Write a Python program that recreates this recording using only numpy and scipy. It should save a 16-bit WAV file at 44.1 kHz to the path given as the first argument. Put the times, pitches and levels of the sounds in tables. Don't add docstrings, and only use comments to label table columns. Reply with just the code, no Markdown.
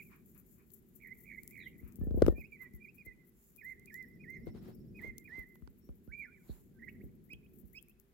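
import sys
import numpy as np
from scipy import signal
from scipy.fft import rfft, irfft, next_fast_len
from scipy.io import wavfile
from scipy.ndimage import uniform_filter1d

SR = 44100
rng = np.random.default_rng(int(sys.argv[2]) if len(sys.argv) > 2 else 0)


def pcm_store(signal):
    levels = np.round(np.clip(np.atleast_2d(signal), -1, 1) * 32767)
    wavfile.write(sys.argv[1], SR, levels.astype(np.int16).T)


N = 358533
TIME = np.arange(N) / SR

# (stage [no unit], pitch [Hz], level [dB])
BUZZ_SHAPE = [(-1, 2250, -42), (-.52, 2320, -7), (0, 2125, 0.5), (.65, 2110, -2.5), (1, 1800, -47)]
FLICK_SHAPE = [(-0.92, 2000, -52), (0.2, 2030, 0), (0.59, 2220, -16), (1, 2400, -46)]
WARBLE_SHAPE = [(-1.06, 2380, -48), (-0.63, 2400, -2), (-.42, 2580, -13.5), (-.2, 2370, 2.5),
                (0, 2000, -13.5), (.35, 2430, 1.5), (.65, 2690, -17.5), (1, 2850, -46)]
DROP_SHAPE = [(-0.82, 2620, -50), (-0.79, 2370, 0.5), (-0.098, 2350, 0), (0.94, 1900, -48)]
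WHISTLE_SHAPE = [(-1, 1990, -45.5), (-0.66, 2050, -3.5), (-0.66, 2085, 1), (.45, 1950, -4),
                 (0.99, 2100, -42)]
SLUR_SHAPE = [(-0.93, 2430, -47), (-0.62, 2420, -8.5), (-.36, 2500, -16.5), (-.22, 2130, -5.5),
              (0, 1700, -18), (.16, 1890, -5), (.29, 2025, 2.5), (.42, 2095, -4.5), (.6, 2085, -0.5),
              (.87, 2005, -3), (0.89, 1800, -48.5)]
WHIP_SHAPE = [(-1, 1800, -52), (-0.71, 2160, -11.5), (-0.6, 2380, -2.5), (-.33, 2555, 0), (0, 2590, 1.5),
              (0.26, 3220, -9.5), (1, 3520, -48)]
# (time of turn [s], lead-in [s], tail [s], pitch shift [Hz], level [dB])
BUZZES = [(1.055, 0.065, 0.053, 0, -54), (1.315, .075, 0.059, 9, -51.5), (1.585, 0.087, .07, -0.5, -52.5)]
FLICKS = [(1.114, 0.012, .034, 1, -39), (1.379, 0.01, 0.032, 35, -42), (1.664, 0.009, .023, -29.5, -38.5)]
WARBLES = [(.018, 0.072, 0.02, 21.5, -51), (2.431, 0.08, 0.051, 9.5, -51), (2.866, .065, 0.057, -16, -52)]
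DROPS = [(.066, 0.017, .055, 60, -64), (2.556, 0.043, .023, -30.5, -50.5), (3.015, .04, .02, 104, -53.5)]
WHISTLES = [(2.645, 0.059, 0.041, -15, -48.5), (3.105, 0.058, 0.027, 17, -50.5)]
SLURS = [(3.628, 0.057, 0.12, 6, -44), (3.916, .055, 0.15, -28, -45.5), (4.258, 0.071, 0.14, 19.5, -46.5),
         (5.009, 0.071, .11, 60, -43.5), (5.291, 0.054, 0.17, -17, -44.5)]
WHIPS = [(7.335, 0.048, 0.018, 0.0078, -50), (7.786, 0.056, 0.022, 0.0064, -52.5)]
# (time [s], pitch [Hz], level [dB])
ARCHED_NOTE = [(6.07, 1258, -93), (6.113, 1640, -62.5), (6.124, 2315, -51.5), (6.138, 2305, -41.5),
               (6.16, 2363, -58), (6.21, 2376, -43), (6.25, 2033, -47.5), (6.265, 1554, -62),
               (6.29, 1400, -62), (6.335, 1720, -95)]
ZIGZAG_NOTE = [(6.74, 1630, -82), (6.785, 1537, -70), (6.798, 1990, -59.5), (6.816, 1747, -75),
               (6.839, 1990, -47.5), (6.853, 2155, -71), (6.877, 1910, -52.5), (6.885, 2114, -41),
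               (6.894, 2470, -57), (6.903, 3140, -87)]
# (time [s], length [s], roughness [0-1])
VOICE_BREAKS = [(2.409, 0.032, 0.53), (3.673, 0.056, 0.18), (3.868, 0.03, 0.46), (4.318, 0.15, 0.28),
                (4.972, .11, 0.27), (6.206, 0.075, 0.54), (6.782, 0.081, 0.38), (6.866, 0.066, 0.65),
                (7.331, 0.022, 0.8), (7.782, 0.011, 0.5)]
# (frequency [Hz], level [dB])
THROAT_FILTER = [(3500, -58), (4300, -36), (4600, -41.5), (5200, -20.5), (5800, -56.5), (6400, -32.5),
                 (7100, -35), (8000, -43), (10000, -48.5)]
# (delay [s], left level [dB], right level [dB])
ECHOES = [(.0062, -22.5, -4.5), (.0135, -29, -9), (.022, -31, -38), (.074, -41, -32.5), (.128, -22.5, -13),
          (.205, -37, -28)]

# (time [s], knock [dB], boom [dB], click [dB], left minus right [dB])
BUMPS = [(1.83, -67, -39, -82, 16), (1.987, -55, -35, -73, 19), (2.012, -40, -24, -54, 5),
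         (2.035, -38, -30, -61, 0.5), (2.07, -31.5, -26, -57, 3.5), (2.109, -34.5, -25.5, -52, 11),
         (2.143, -29, -21.5, -56, 1), (2.175, -26.5, -24, -57, 16.5), (2.2215, -3, -15, -20.5, 5.5),
         (2.245, -38, -25.5, -45.5, -13), (2.2641, -26.5, -23.5, -28.5, 15.5),
         (2.282, -7.5, -20.5, -28, 10.5), (2.294, -52, -30, -58, -9), (2.324, -34.5, -34, -52.5, 2),
         (2.381, -37, -38.5, -55, 3), (2.737, -69, -39.5, -80, 8), (3.065, -45, -44.5, -72, 4.5),
         (4.47, -29.5, -37, -47, 8), (4.549, -46, -48, -59, 19), (4.686, -42, -58, -71, 17),
         (5.046, -34, -58, -55, 10), (5.074, -52, -38.5, -75, 3), (5.381, -45, -42, -76, 15),
         (5.556, -68, -79, -50, -1), (5.622, -69, -40.5, -60, 15), (5.675, -54.5, -48, -45.5, -9),
         (5.89, -41.5, -36.5, -51.5, 3), (6.076, -50, -40, -59, -10.5), (6.494, -38, -33, -70, -5),
         (7.036, -44, -39, -76.5, 0), (7.332, -51.5, -45, -75, 8.5), (7.633, -76, -48, -85, -17)]
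# (frequency [Hz], level [dB], time to fade by 60 dB [s])
KNOCK_TONES = [(330, -6, 0.025), (424, -1.5, 0.018), (541, -3.5, 0.014)]
BOOM_TONES = [(49.04, -6.5, 0.18), (67, 1, 0.067), (113, 2, 0.02), (230, -3, 0.018)]
# (time [s], length [s], level [dB])
RUBS = [(2.177, 0.16, -62.5), (4.456, 0.054, -65.5), (4.535, 0.069, -65.5), (4.589, 0.16, -66),
        (4.975, 0.14, -67), (5.274, 0.18, -68.5), (6.42, 0.21, -72.5)]
# (frequency [Hz], level [dB])
RUB_COLOUR = [(300, -5.5), (700, 3.5), (1600, -3), (2800, -9.5), (4200, -9.5), (5500, -16.5), (7000, -18.5),
              (15000, -22)]
SQUEAK_COLOUR = [(2800, -37), (3700, -4), (4250, 0), (4800, -12), (5600, -37)]

# (time [s], level [dB], level change for the tick's lower part [dB])
TICKS = [(0.7037, -50, -1), (1.1544, -62, -14), (1.434, -37, -21), (1.4772, -32, -27), (1.5094, -42.5, -15),
         (1.577, -49, -10), (1.9233, -47, -37), (1.9576, -41.5, -35), (2.219, -61, -9), (2.2639, -45, -16),
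         (2.2819, -60, -10.5), (2.7377, -49, -30), (3.063, -44.5, -26), (3.5629, -46, -31),
         (3.7961, -50.5, -5), (3.8586, -48, -1), (3.9422, -37.5, -8.5), (4.0268, -50, 2),
         (4.3028, -46, -24), (5.1817, -29.5, -7.5), (7.3329, -44.5, -2), (7.8266, -45, -39.5),
         (7.8851, -51, -24), (7.999, -45, -31)]
# (middle time [s], length [s], level [dB])
SLIDES = [(.02, 0.17, -68), (.3, 0.1, -69), (.385, .04, -69), (.52, 0.13, -67.5), (.75, 0.08, -67.5),
          (.97, 0.054, -67.5), (1.24, 0.14, -73), (1.48, 0.23, -69), (2.29, 0.11, -77), (3.46, 0.2, -66),
          (3.7, 0.1, -70), (3.955, 0.064, -62.5), (5.06, 0.1, -75), (5.2, 0.045, -68.5), (6.53, 0.26, -66)]
CRUMPLES = [(.07, 0.2, -63.5), (.285, 0.066, -62.5), (.38, 0.047, -69), (.54, 0.14, -65),
            (.735, 0.096, -59), (.96, 0.043, -56), (1.055, 0.065, -66), (1.215, 0.086, -60),
            (1.8, .035, -60), (2.175, .04, -64), (2.29, 0.072, -66), (2.41, 0.11, -65.5),
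            (2.63, 0.039, -61.5), (2.755, 0.039, -61.5), (2.97, 0.055, -60.5), (3.06, 0.015, -54),
            (3.28, .035, -63.5), (3.665, 0.065, -63.5), (4.71, 0.053, -69.5), (5.035, 0.1, -66),
            (5.395, 0.09, -66.5), (5.885, 0.061, -70), (6.06, .05, -69), (6.185, 0.067, -70),
            (6.9, 0.19, -72.5), (7.04, 0.064, -58.5), (7.56, 0.18, -67.5), (7.745, 0.075, -67)]
# (time [s], sliding [dB], crinkling [dB])
STIRRING = [(0, -77.5, -82), (1.4, -78.5, -70), (2.5, -80.5, -79), (4.3, -85, -79), (6.3, -83, -83),
            (8.13, -91, -82)]
# (frequency [Hz], level [dB])
SLIDE_COLOUR = [(3000, -31), (4500, -24), (5400, -17.5), (6000, -17), (7100, -3), (8600, -15), (10500, -7),
                (12300, -0.5), (14000, -7), (15700, -4.5)]
CRINKLE_COLOUR = [(4000, -38), (7500, -13.5), (8800, -22.5), (10500, -9.5), (12500, 1), (14200, -1.5),
                  (16000, -4.5)]

# (time [s], length [s], start pitch [Hz], end pitch [Hz], level [dB], left minus right [dB])
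FAR_CALLS = [(1.591, 0.063, 4134, 3470, -67, 6.5), (1.627, 0.066, 3605, 2720, -70.5, 4),
             (1.785, .03, 2050, 2180, -87, -22), (1.999, 0.064, 1665, 1860, -76.5, -5.5),
             (2.29, 0.05, 1870, 1740, -72.5, -5), (5.805, 0.094, 5430, 5680, -86, 15)]
# (time [s], level [dB])
TRILL_LEVEL = [(3.92, -86), (4.25, -90), (4.5, -81), (4.75, -80), (5.0, -94)]
# (time [s], length [s], level [dB])
RASPS = [(0.095, 0.072, -66.5), (0.341, 0.047, -73), (0.573, 0.061, -77), (1.797, 0.15, -75.5),
         (2.602, 0.049, -68.5)]
# (frequency [Hz], level [dB])
RASP_COLOUR = [(700, -20), (1050, 3.5), (1500, -0.5), (1850, 0), (2450, 3.5), (3100, -19), (5000, -21)]

# (time [s], level [dB])
RUMBLE_LEVEL = [(0, -62.5), (.7, -67), (1.9, -58.5), (2.45, -61.5), (3.3, -67), (3.44, -74), (3.7, -66),
                (4.2, -58), (4.5, -51.5), (5.0, -54.5), (5.45, -64), (6.55, -66), (7.04, -54.5),
                (7.25, -63.5), (7.6, -60), (8.13, -78)]
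# (frequency [Hz], level [dB])
RUMBLE_COLOUR = [(15, -45), (25, -8.5), (49, -5), (91, -4.5), (227, 2), (291, -8.5), (372, -5), (539, -23),
                 (639, -27.5), (844, -33.5), (1000, -38.5), (1300, -57), (2200, -120)]
HUM_COLOUR = [(350, -71), (385, -11), (397, 0), (410, -18.5), (450, -73.5)]
BREEZE_COLOUR = [(20, -20.5), (35, -4), (55, 2.5), (100, -13), (300, -39.5), (1000, -79)]
AIR_COLOUR = [(500, 11.5), (1000, 4), (2000, 5), (3000, -0.5), (5000, -4.5), (8500, -6), (12000, -1.5),
              (16000, -7)]


def mockingbird():
    song = voice(notes(FLICK_SHAPE, FLICKS), waver=.0027, overtone_db=-7) + buzz()
    warbled = notes(WARBLE_SHAPE, WARBLES) + notes(DROP_SHAPE, DROPS) + notes(WHISTLE_SHAPE, WHISTLES)
    song += voice(sorted(warbled), waver=.0085, overtone_db=0)
    song += voice(notes(SLUR_SHAPE, SLURS), waver=.0084, overtone_db=-1, flutter_db=0)
    song += voice(ARCHED_NOTE + ZIGZAG_NOTE, waver=.012, overtone_db=-3)
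    bright_db = np.interp(TIME, [7.35, 7.7], [3, 13])
    whips = voice(notes(WHIP_SHAPE, WHIPS), waver=.011, overtone_db=bright_db)
    direct = from_db(-1.5) * at_microphones(song, balance_db=-9, lag_s=.000023)
    direct += from_db(1.5) * at_microphones(whips, balance_db=-8, lag_s=.000098)
    return direct, song + whips


def voice(phrase, waver, overtone_db, flutter_db=2, sweep=0, gate=.68):
    times, hz, db = np.transpose(phrase)
    curves = in_time(np.transpose([times, hz, from_db(db)]))
    pitch, pressure = [uniform_filter1d(curve, size=180) for curve in curves]
    pressure = np.maximum(pressure - from_db(-83), 0)
    rough = sum(amount * swell(start, length) for start, length, amount in VOICE_BREAKS)
    pitch *= 1 + waver * drift(250) + sweep + .1 * rough * drift(480)
    strength_db = flutter_db * drift(120) + 4.5 * rough * drift(350)
    phase = phase_of(pitch)
    tone = np.sin(phase)
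    for k in (2, 3):
        level_db = np.interp(k * pitch, *np.transpose(THROAT_FILTER)) + overtone_db + 3 * drift(90)
        tone += from_db(level_db) * np.sin(k * phase + 1.5 * drift(490))
    return np.sqrt(2) * pressure * gate * from_db(strength_db) * tone


def buzz(pulse_hz=86.7):
    beat = 2 * np.pi * pulse_hz * TIME + .6 * drift(50)
    sweep = .05 * np.sin(beat) + .046 * drift(450)
    return voice(notes(BUZZ_SHAPE, BUZZES), waver=.0049, overtone_db=-2.5, flutter_db=0,
                 sweep=sweep, gate=rms_one(1.25 + np.cos(beat)))


def notes(shape, rows):
    return [(turn + stage * (lead if stage < 0 else tail), hz + shift_hz, db + level_db)
            for turn, lead, tail, shift_hz, level_db in rows for stage, hz, db in shape]


def echoes(song):
    dull = butter(song, 2600, "low")
    return sum(from_db([[left], [right]]) * delayed(dull, lag_s) for lag_s, left, right in ECHOES)


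def garden_scatter(x, level_db, fade_s):
    age = TIME[:SR]
    tail = butter(rng.standard_normal((2, SR)), 4500, "low")
    tail *= from_db(-60 * age / fade_s) * (1 - np.exp(-age / .011))
    tail /= np.sqrt(np.sum(tail ** 2, axis=1, keepdims=True))
    return from_db(level_db) * signal.fftconvolve(np.atleast_2d(x), tail, axes=1)[:, :N]


def hand_bumps(muffle_hz=740):
    times, knock_db, boom_db, click_db, balance = np.transpose(BUMPS)
    booms = clicks_at(times - .001, boom_db + 4, .61 * balance - 2)
    booms[1] = -delayed(booms[1], .0016)
    body = ringing_case(booms, BOOM_TONES)
    db_per_octave = np.clip(2 * (knock_db + 4.5), -6, 7)
    for k, (hz, db, fade_s) in enumerate(KNOCK_TONES):
        level_db = knock_db + db + db_per_octave * np.log2(hz / 420)
        pushes = clicks_at(times - .0025, level_db, balance)
        body += (-1) ** k * ring(pushes, hz, fade_s)
    drag = puffs(clicks_at(times, np.minimum(knock_db, -22), balance), fade_s=.13)
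    body = butter(body + butter(drag, [70, 480], "band"), muffle_hz, "low", order=5)
    body[1] = delayed(body[1], .0003)
    click = butter(puffs(clicks_at(times, click_db + 7.5, balance), .0075), 610, "low", order=1)
    rub = noise(RUB_COLOUR, alike=.1) * from_db(.77 * drift(340)) * swells(RUBS)
    crack = butter(puffs(clicks_at(times, click_db + 6.5, balance), .012), [950, 1500], "band")
    return body + click + crack + rub


def slipping_grip(slips_per_s=170):
    slips = (rng.random((2, N)) < slips_per_s / SR) * rng.standard_normal((2, N))
    slips *= swell(start=1.99, length=.41) * from_db(-37.5)
    flutter = ringing_case(slips, BOOM_TONES[2:] + KNOCK_TONES)
    squeak = noise(SQUEAK_COLOUR, alike=.097) * swell(start=6.475, length=.062) * from_db(-71)
    return butter(flutter, 620, "low", order=3) + squeak


def ringing_case(taps, tones):
    return sum((-1) ** k * from_db(db) * ring(taps, hz, fade_s)
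               for k, (hz, db, fade_s) in enumerate(tones))


def jacket(catches_per_s=80):
    sliding_db, crinkling_db = in_time(STIRRING)
    slide = noise(SLIDE_COLOUR) * strokes(SLIDES, sliding_db) * from_db(-1 + 1.5 * drift(200))
    flurries = [(time + .008, .032, min(db - 18.5, -65.5)) for time, db, _ in TICKS]
    crumpling = strokes(CRUMPLES + flurries, crinkling_db + 4.5 * drift(20))
    catches = (rng.random(N) < catches_per_s / SR) * from_db(5 * np.minimum(rng.exponential(1, N), 4))
    grit = rms_one(from_db(1.5) + 2 * die_away(catches, fade_s=.053))
    crinkle = noise(CRINKLE_COLOUR) * crumpling * grit * from_db([[3.5], [-16.5]])
    times, tick_db, lower_db = np.transpose(TICKS)
    top = puffs(clicks_at(times, tick_db + 2.5, balance_db=11), fade_s=.0031)
    lower = puffs(clicks_at(times, tick_db + lower_db - 9.5, balance_db=10), fade_s=.015)
    return slide + crinkle + butter(top, 10500, "high") + butter(lower, [4000, 8000], "band")


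def far_birds(low_hz=4850, high_hz=5420, trills_per_s=13.4):
    calls = from_db(1) * noise(RASP_COLOUR, alike=.12) * swells(RASPS)
    wobble = 1 + .025 * drift(490)
    for start, length, start_hz, end_hz, db, balance in FAR_CALLS:
        pitch = np.interp(TIME, [start, start + length], [start_hz, end_hz]) * wobble
        glide = np.sqrt(2) * from_db(db) * swell(start, length) * np.sin(phase_of(pitch))
        calls += panned(glide, balance)
    cycle = (TIME - 4.275) * trills_per_s % 1
    pitch = np.where(cycle < .5, high_hz + 400 * (cycle - .25), low_hz - 600 * (cycle - .75))
    pulses = np.sqrt(np.abs(np.sin(2 * np.pi * cycle))) * np.where(cycle < .5, .7, .35)
    level = from_db(np.interp(TIME, *np.transpose(TRILL_LEVEL), left=-140, right=-140))
    trill = np.sqrt(2) * level * pulses * np.sin(phase_of(pitch * wobble))
    return calls + panned(trill, balance_db=-13.5)


def outdoors():
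    level_db, = in_time(RUMBLE_LEVEL)
    rumble = butter(noise(RUMBLE_COLOUR, alike=.66), 590, "low", order=4)
    rumble *= from_db(level_db + 2 + .1 * drift(25))
    hum = noise(HUM_COLOUR, alike=.23) * from_db(-82)
    breeze = noise(BREEZE_COLOUR, alike=.4) * from_db(-73.5 + 2.9 * drift(7.9))
    air = noise(AIR_COLOUR, alike=.019) * from_db(-79.5)
    return rumble + hum + breeze + air


def from_db(db):
    return 10 ** (np.asarray(db) / 20)


def rms_one(x):
    return x / np.sqrt(np.mean(x ** 2) + 1e-20)


def in_time(rows):
    times, *columns = np.transpose(rows)
    return [np.interp(TIME, np.sort(times), column) for column in columns]


def panned(x, balance_db):
    return x * from_db(np.array([[.5], [-.5]]) * balance_db)


def delayed(x, lag_s):
    return np.interp(TIME - lag_s, TIME, x)


def at_microphones(x, balance_db, lag_s):
    return panned(np.array([x, delayed(x, lag_s)]), balance_db)


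def butter(x, hz, kind, order=2):
    return signal.sosfilt(signal.butter(order, hz, kind, fs=SR, output="sos"), x + 1e-18)


def drift(rate):
    points = rng.standard_normal(4096)
    return np.interp(TIME * rate, np.arange(len(points)), points)


def swell(start, length):
    return np.sin(np.pi * np.clip((TIME - start) / length, 0, 1))


def swells(rows):
    return sum(from_db(db) * swell(start, length) for start, length, db in rows)


def strokes(rows, rest_db):
    coarse = TIME[::32]
    power = sum(from_db(db) ** 2 * np.exp(-2 * np.minimum((2 * (coarse - middle) / length) ** 2, 20))
                for middle, length, db in rows)
    return np.sqrt(np.interp(TIME, coarse, power) + from_db(rest_db) ** 2)


def noise(colour, alike=0):
    size = next_fast_len(N)
    hz, db = np.transpose(colour)
    bin_hz = np.arange(size // 2 + 1) * SR / size
    gain = from_db(np.interp(np.log(bin_hz + 1), np.log(hz), db))
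    mid, side = irfft(rfft(rng.standard_normal((2, size))) * gain, size)[:, :N]
    return rms_one(np.sqrt(1 + alike) * mid + np.sqrt(1 - alike) * side * [[1], [-1]])


def clicks_at(times, db, balance_db):
    clicks = np.zeros((2, N))
    clicks[:, np.round(times * SR).astype(int)] = panned(from_db(db), balance_db)
    return clicks


def ring(clicks, hz, fade_s):
    decay, step = from_db(-60 / (fade_s * SR)), 2 * np.pi * hz / SR
    return signal.lfilter([0, np.sin(step)], [1, -2 * decay * np.cos(step), decay ** 2], clicks + 1e-18)


def die_away(clicks, fade_s):
    return signal.lfilter([1], [1, -from_db(-60 / (fade_s * SR))], clicks + 1e-18)


def puffs(clicks, fade_s):
    return die_away(clicks, fade_s) * rng.standard_normal((2, N))


def phase_of(hz):
    return 2 * np.pi * np.cumsum(hz) / SR


def scene():
    direct, song = mockingbird()
    far = far_birds()
    birds = direct + echoes(song) + garden_scatter(song, level_db=-22.5, fade_s=.55)
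    birds += far + garden_scatter(far, level_db=-8.5, fade_s=.196)
    return birds + outdoors() + hand_bumps() + slipping_grip() + jacket()


def record(dry, low_hz=30, high_hz=15900):
    treble_cut = signal.ellip(10, .2, 70, high_hz, fs=SR, output="sos")
    return signal.sosfilt(treble_cut, butter(dry, low_hz, "high"))


dry = scene()
out = record(dry)
pcm_store(out)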